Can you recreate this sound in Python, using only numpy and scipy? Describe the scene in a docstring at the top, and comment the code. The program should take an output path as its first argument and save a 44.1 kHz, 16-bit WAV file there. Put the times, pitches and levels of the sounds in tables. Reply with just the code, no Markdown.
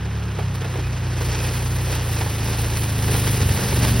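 """Quad bike ploughing snow

A single-cylinder quad bike pushes a plough blade through snow towards the listener in an open yard.
The exhaust thuds slower and nearer as the load grows, the pipe booms when the engine lugs, and the
engine clatters once a cycle. Over the rumble of the tyres the blade knocks, scrapes and squeals along
the ground, while powder rushes off it and packed slabs crumble."""
import sys
import numpy as np
from scipy import signal
from scipy.fft import rfft, irfft
from scipy.io import wavfile
from scipy.ndimage import map_coordinates

SR = 44100
rng = np.random.default_rng(int(sys.argv[2]) if len(sys.argv) > 2 else 0)


def inscribe(sig):
    """Save sig as 16-bit PCM at rate SR to the path in sys.argv[1].

    A 1-D sig is mono; a 2-D sig holds one channel per row.
    Samples are clipped to [-1, 1] before scaling.
    """
    pcm = np.round(np.clip(np.atleast_2d(sig).T, -1, 1) * 32767)
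    wavfile.write(sys.argv[1], SR, pcm.astype(np.int16))


N = 176400
TIME = np.arange(N) / SR

# engine speed, sagging under the load (time [s], firing rate [Hz])
FIRING_RATE = [(0, 35.28), (.28, 36.06), (.47, 32.36), (.69, 31.18), (1.29, 29.86), (1.51, 29.95),
               (1.92, 30.94), (2.04, 29.76), (2.21, 26.53), (2.45, 27.64), (2.7, 28.09), (2.94, 26.7),
               (3.33, 25.35), (3.45, 22.2), (3.55, 23), (3.64, 19.5), (3.73, 24.6), (3.83, 23.2), (4, 23.1)]


def undb(db):
    """Decibels to gain."""
    return 10 ** (np.asarray(db) / 20)


def unit(x):
    """Scale to rms 1."""
    return x / np.sqrt(np.mean(x ** 2))


def curve(rows):
    """Join (time, value) rows by straight lines."""
    return np.interp(TIME, *np.array(rows, float).T)


def swells(rows):
    """Envelope of bell-shaped swells from (time [s], half length [s], level [dB]) rows."""
    return sum(undb(db) * np.exp(-((TIME - when) / length) ** 2) for when, length, db in rows)


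def colour(x, points):
    """Minimum-phase EQ through (frequency [Hz], gain [dB]) points; output at rms 1."""
    size = 2 * N
    hz, db = np.array(points, float).T
    bin_hz = np.arange(N + 1) * SR / size
    gain = undb(np.interp(np.log(bin_hz + 1), np.log(hz), db))
    cepstrum = irfft(np.log(gain))
    cepstrum[1:N] *= 2  # folding the cepstrum makes the filter causal
    cepstrum[N + 1:] = 0
    response = np.exp(rfft(cepstrum))
    return unit(irfft(rfft(x, size) * response)[:N])


def walk(rate_hz):
    """Smooth random wander with a spread near 1."""
    steps = rng.standard_normal(4096)
    return map_coordinates(steps, [TIME * rate_hz], order=2, mode="wrap")


def grains(per_s, spread_db):
    """Dense random clicks of uneven size, at rms 1."""
    hit = rng.random(N) < per_s / SR
    size = undb(spread_db * np.minimum(rng.exponential(size=N), 5))
    return unit(hit * size * rng.choice([-1, 1], N))


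def tyres():
    """A bed of low rumble from snow packing under the wheels."""
    # rumble EQ (frequency [Hz], gain [dB])
    tone = [(20, -16), (45, -3), (70, 2.5), (130, -6), (175, -2), (280, -15.5), (600, -37), (2000, -67)]
    # rumble, building on the approach (time [s], level [dB])
    level = [(0, -40), (.7, -37.5), (2.9, -37), (4, -28)]
    return colour(rng.standard_normal(N), tone) * undb(curve(level))


def spray():
    """Snow crystals pour off the blade in an uneven, hissing stream."""
    # bright powder EQ (frequency [Hz], gain [dB])
    tone = [(300, -27), (1000, -6.5), (2000, -1), (4000, 2.5), (5500, -1.5), (6500, 1), (8500, 5),
            (10500, 6.5), (13000, 5), (16000, 0)]
    # surges of thrown powder (time [s], level [dB])
    level = [(0, -59), (.55, -50.5), (1.1, -49), (1.25, -37.5), (1.55, -38), (1.66, -39.5), (1.93, -34),
             (2, -39), (2.12, -34), (2.35, -37.5), (2.79, -33), (2.93, -34.5), (3.2, -29.5), (3.38, -30.5),
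             (3.7, -31), (3.87, -30), (4, -31.5)]
    flicker_db = 1.47
    flow = undb(flicker_db * (walk(rate_hz=20) + walk(rate_hz=130)))
    return colour(flow * grains(per_s=10000, spread_db=2.5), tone) * undb(curve(level))


def crunches():
    """Packed snow breaks in short showers of coarse grains."""
    # crunch EQ (frequency [Hz], gain [dB])
    tone = [(300, -4.5), (900, 1), (2700, 0), (5500, -4), (11000, -5.5), (16000, -8.5)]
    # slabs giving way (time [s], half length [s], level [dB])
    slabs = [(.555, .008, -35.5), (1.555, 0.041, -32.5), (1.95, 0.025, -32), (2.22, 0.014, -33),
             (2.77, .016, -27), (2.838, 0.011, -27.5), (3.15, 0.021, -29), (3.282, 0.019, -27.5),
             (3.85, .026, -24.5), (3.892, 0.015, -25.5)]
    return colour(grains(per_s=1500, spread_db=3.0), tone) * swells(slabs)


def scrape():
    """The blade edge grinds forward over the ground in small jerks."""
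    # gritty scrape EQ (frequency [Hz], gain [dB])
    tone = [(100, -10.5), (250, -0.5), (430, 5.5), (650, -2.5), (870, -0.5), (1250, -7.5), (1900, -3.5),
            (2250, -7.5), (2550, -4.5), (3300, -8.5), (5500, -8), (8000, -11.5), (15000, -40)]
    # drag of the edge (time [s], level [dB])
    level = [(0, -42), (.55, -39.5), (1.05, -37), (1.25, -31.5), (1.38, -28.5), (1.7, -35.5), (1.94, -28.5),
             (2.02, -33), (2.22, -31), (2.35, -33.5), (2.48, -29.5), (2.95, -32.5), (3.13, -28),
             (3.35, -30), (3.6, -27.5), (3.85, -27.5), (4, -29)]
    roughness_db = 1.7
    jerks = undb(roughness_db * walk(rate_hz=85))
    return colour(jerks * grains(per_s=6000, spread_db=2.0), tone) * undb(curve(level))


def squeals():
    """The steel edge sings briefly as it drags: a narrow, unsteady ring."""
    # moments when the edge sings (time [s], half length [s], level [dB])
    drags = [(.85, .04, -43.5), (1.43, .08, -38.5)]
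    pitch_hz, width_hz = 2490, 150
    phase = 2 * np.pi * pitch_hz * TIME
    ring = walk(2 * width_hz) * np.sin(phase) + walk(2 * width_hz) * np.cos(phase)
    return swells(drags) * unit(ring)


def knocks():
    """Bumps set the snow-damped blade rattling; its hollow ring depends on where it is struck."""
    # body of the blade (frequency [Hz], gain [dB])
    body = [(100, -19), (290, 4), (410, 9), (570, 2), (810, 3), (1200, -1.5), (1800, -2), (2700, -5),
            (5000, -16), (15000, -24)]
    # hits on the blade (time [s], level [dB], decay [s], ring [Hz])
    hits = [(.385, -24.5, 0.014, 850), (.402, -32, 0.017, 430), (0.616, -27, 0.023, 398),
            (.644, -28, 0.015, 695), (.738, -29, 0.017, 420), (0.754, -29, 0.017, 328),
            (0.785, -32.5, 0.033, 283), (1.208, -28, .02, 447), (2.207, -23.5, 0.02, 810),
            (2.261, -26, .01, 900), (2.481, -26.5, 0.021, 500), (3.078, -24.5, 0.024, 430),
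            (3.144, -22, 0.027, 485), (3.59, -20.5, 0.0076, 480), (3.724, -22.5, 0.012, 400),
            (3.845, -25, 0.02, 735)]
    ring_db, ring_q, attack_s = -7.5, 1 / 0.23, 0.0012
    rattle = colour(grains(per_s=3800, spread_db=1.5), body)
    out = np.zeros(N)
    for start, db, decay_s, ring_hz in hits:
        age = np.maximum(TIME - start, 0)
        envelope = (1 - np.exp(-age / attack_s)) * np.exp(-age / decay_s)
        ring = unit(signal.lfilter(*signal.iirpeak(ring_hz, ring_q, fs=SR), rattle))
        out += undb(db) * envelope * unit(rattle + undb(ring_db) * ring)
    return out


def clatter(cycles):
    """Valve gear and drive chatter, swelling once a cycle and growing as the bike nears."""
    # EQ of the moving metal (frequency [Hz], gain [dB])
    tone = [(100, -22), (250, -1.5), (410, -1.5), (600, -4), (880, -2), (1200, -4), (1700, -3.5),
            (2100, -8.5), (2600, -7), (3400, -11), (5500, -27.5), (8000, -26), (15000, -28.5)]
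    start_db, rise_db_per_s = -38.5, 0.5
    depth, peak_at_cycle = 0.14, 0.11
    pulse = np.exp(depth * np.cos(2 * np.pi * (cycles - peak_at_cycle)))
    chatter = colour(pulse * grains(per_s=6000, spread_db=2.0), tone)
    return chatter * undb(start_db + rise_db_per_s * TIME)


def boom(cycles):
    """When the engine lugs, each heavy firing rings the pipe."""
    # boom of the lugging engine (time [s], level [dB])
    level = [(0, -43), (.28, -57), (.43, -23.5), (.62, -43), (1.95, -57), (2.1, -31), (2.22, -25.5),
             (2.42, -47), (3.33, -49), (3.41, -15), (3.51, -13.5), (3.58, -21.5), (3.7, -23), (4, -25)]
    pipe_hz, attack_s, decay_s, strike_at_cycle = 100.2, 0.0034, 0.012, 0.45
    count = np.floor(cycles - strike_at_cycle)
    firings = np.diff(count, prepend=count[0])
    envelope = (1 - np.exp(-TIME / attack_s)) * np.exp(-TIME / decay_s)
    ring = np.sin(2 * np.pi * pipe_hz * TIME) * envelope
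    booms = signal.fftconvolve(firings, ring)[:N]
    low_cut = signal.butter(2, 62, "high", fs=SR, output="sos")
    return unit(signal.sosfilt(low_cut, booms)) * undb(curve(level))


def exhaust(cycles):
    """A thud per firing, smeared by the pipe; its harmonics slide through the silencer's resonances."""
    # harmonics ahead of the silencer (multiple of the firing rate, level [dB])
    harmonics = [(2, 3), (3, 0), (4, -1.5), (5, -2.5), (6, -14), (7, -13.5), (8, -15.5), (9, -19),
                 (10, -15), (11, -19.5), (12, -17.5)]
    # silencer response (frequency [Hz], gain [dB])
    silencer = [(20, -10), (45, -11), (58, -3), (70, -1), (90, 1), (113, 5), (124, 4), (145, -4.5),
                (172, -2), (197, 0.5), (235, -10), (275, -3.5), (325, -6.5), (420, -1), (550, -0.5)]
    # fader on the deepest hum, at twice the firing rate (time [s], gain [dB])
    hum_fader = [(.25, 0.5), (.72, -10), (.85, 1), (1.15, -6), (1.3, 2.5), (1.45, -2), (1.58, -1.5),
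                 (1.9, 0), (2.2, -3), (2.6, 3), (2.85, -3), (3.3, 4)]
    # fader on the whole exhaust (time [s], gain [dB])
    fader = [(0, -31.5), (.72, -31.5), (.9, -30), (1.6, -29), (1.92, -29), (2.2, -32), (2.45, -29),
             (2.7, -28), (2.95, -27), (3.33, -24.5), (3.43, -30), (3.65, -30), (3.76, -25), (4, -22.5)]
    thud_at_cycle, jitter_cycles, flutter_db, wander_hz = 0.755, 0.005, 0.8, 24.8
    smear_rad, sharpen_below_hz, sharpen_rad_per_hz = 1.15, 30.25, 0.48
    harden_below_hz, tilt_db_per_octave_per_hz = 29.3, 1.5
    firing_hz = curve(FIRING_RATE)
    crank = cycles - thud_at_cycle + jitter_cycles * walk(wander_hz)
    # as the engine slows, the upper harmonics close up into a distinct thud and grow stronger
    sharpen_rad = sharpen_rad_per_hz * np.clip(sharpen_below_hz - firing_hz, 0, 4.5)
    tilt_db_per_octave = tilt_db_per_octave_per_hz * np.maximum(harden_below_hz - firing_hz, 0)
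    silencer_hz, silencer_db = np.array(silencer).T
    thuds = np.zeros(N)
    for order, db in harmonics:
        order = round(order)
        load_db = tilt_db_per_octave * min(np.log2(order / 4), 1)
        resonance_db = np.interp(np.log(order * firing_hz), np.log(silencer_hz), silencer_db)
        gain = undb(db + load_db + resonance_db)
        if order == 2:
            gain *= undb(curve(hum_fader))
        lag = smear_rad * order ** 2 + sharpen_rad * np.clip(order - 4, 0, 2)
        thuds += gain * np.sin(2 * np.pi * order * crank - lag)
    return np.sqrt(2) * thuds * undb(curve(fader) + flutter_db * walk(wander_hz))


def scene():
    """The bike straight ahead, with a little of the ploughing noise in the side channel."""
    cycles = np.cumsum(curve(FIRING_RATE)) / SR
    engine = exhaust(cycles) + boom(cycles) + clatter(cycles)
    mid = engine + tyres() + scrape() + squeals() + spray() + crunches() + knocks()
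    # uncorrelated scrape, clatter, hiss and rumble widen the stereo image a little
    high_cut = signal.butter(2, 2400, fs=SR, output="sos")
    dull_grit = signal.sosfilt(high_cut, scrape() + clatter(cycles))
    side = undb(-17) * dull_grit + undb(-19) * spray() + undb(-34) * tyres()
    return np.array([mid + side, mid - side])


def record(dry):
    """A stereo microphone whose two ports differ in phase and level, with a steep cut at the top."""
    # phase between the ports (frequency [Hz], lead of left over right [rad])
    port_phase = [(20, 0), (280, 0), (620, -.9), (1000, -.85), (1150, .5), (1450, 0), (5050, .15),
                  (6900, 3.1), (8150, 3.3), (8550, 4.3), (9750, 6.2), (11450, 6.35), (11900, 7.8),
                  (12900, 9.3), (14400, 9.6), (15700, 12.3)]
    # balance between the ports (frequency [Hz], left minus right [dB])
    port_balance = [(20, -1), (200, 0.5), (380, 0.5), (700, -4), (1290, -3.5), (2000, -1), (2400, 0),
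                    (15000, 0)]
    top_hz = 15900
    hz = np.arange(N + 1) * SR / (2 * N)
    lead = np.interp(hz, *np.array(port_phase).T)
    balance_db = np.interp(hz, *np.array(port_balance).T)
    left = undb(balance_db / 2) * np.exp(0.5j * lead)
    right = 1 / left
    heard = irfft(rfft(dry, 2 * N) * np.array([left, right]))[:, :N]
    high_cut = signal.ellip(10, 0.2, 80, top_hz, fs=SR, output="sos")
    return signal.sosfilt(high_cut, heard)


dry = scene()
out = record(dry)
inscribe(out)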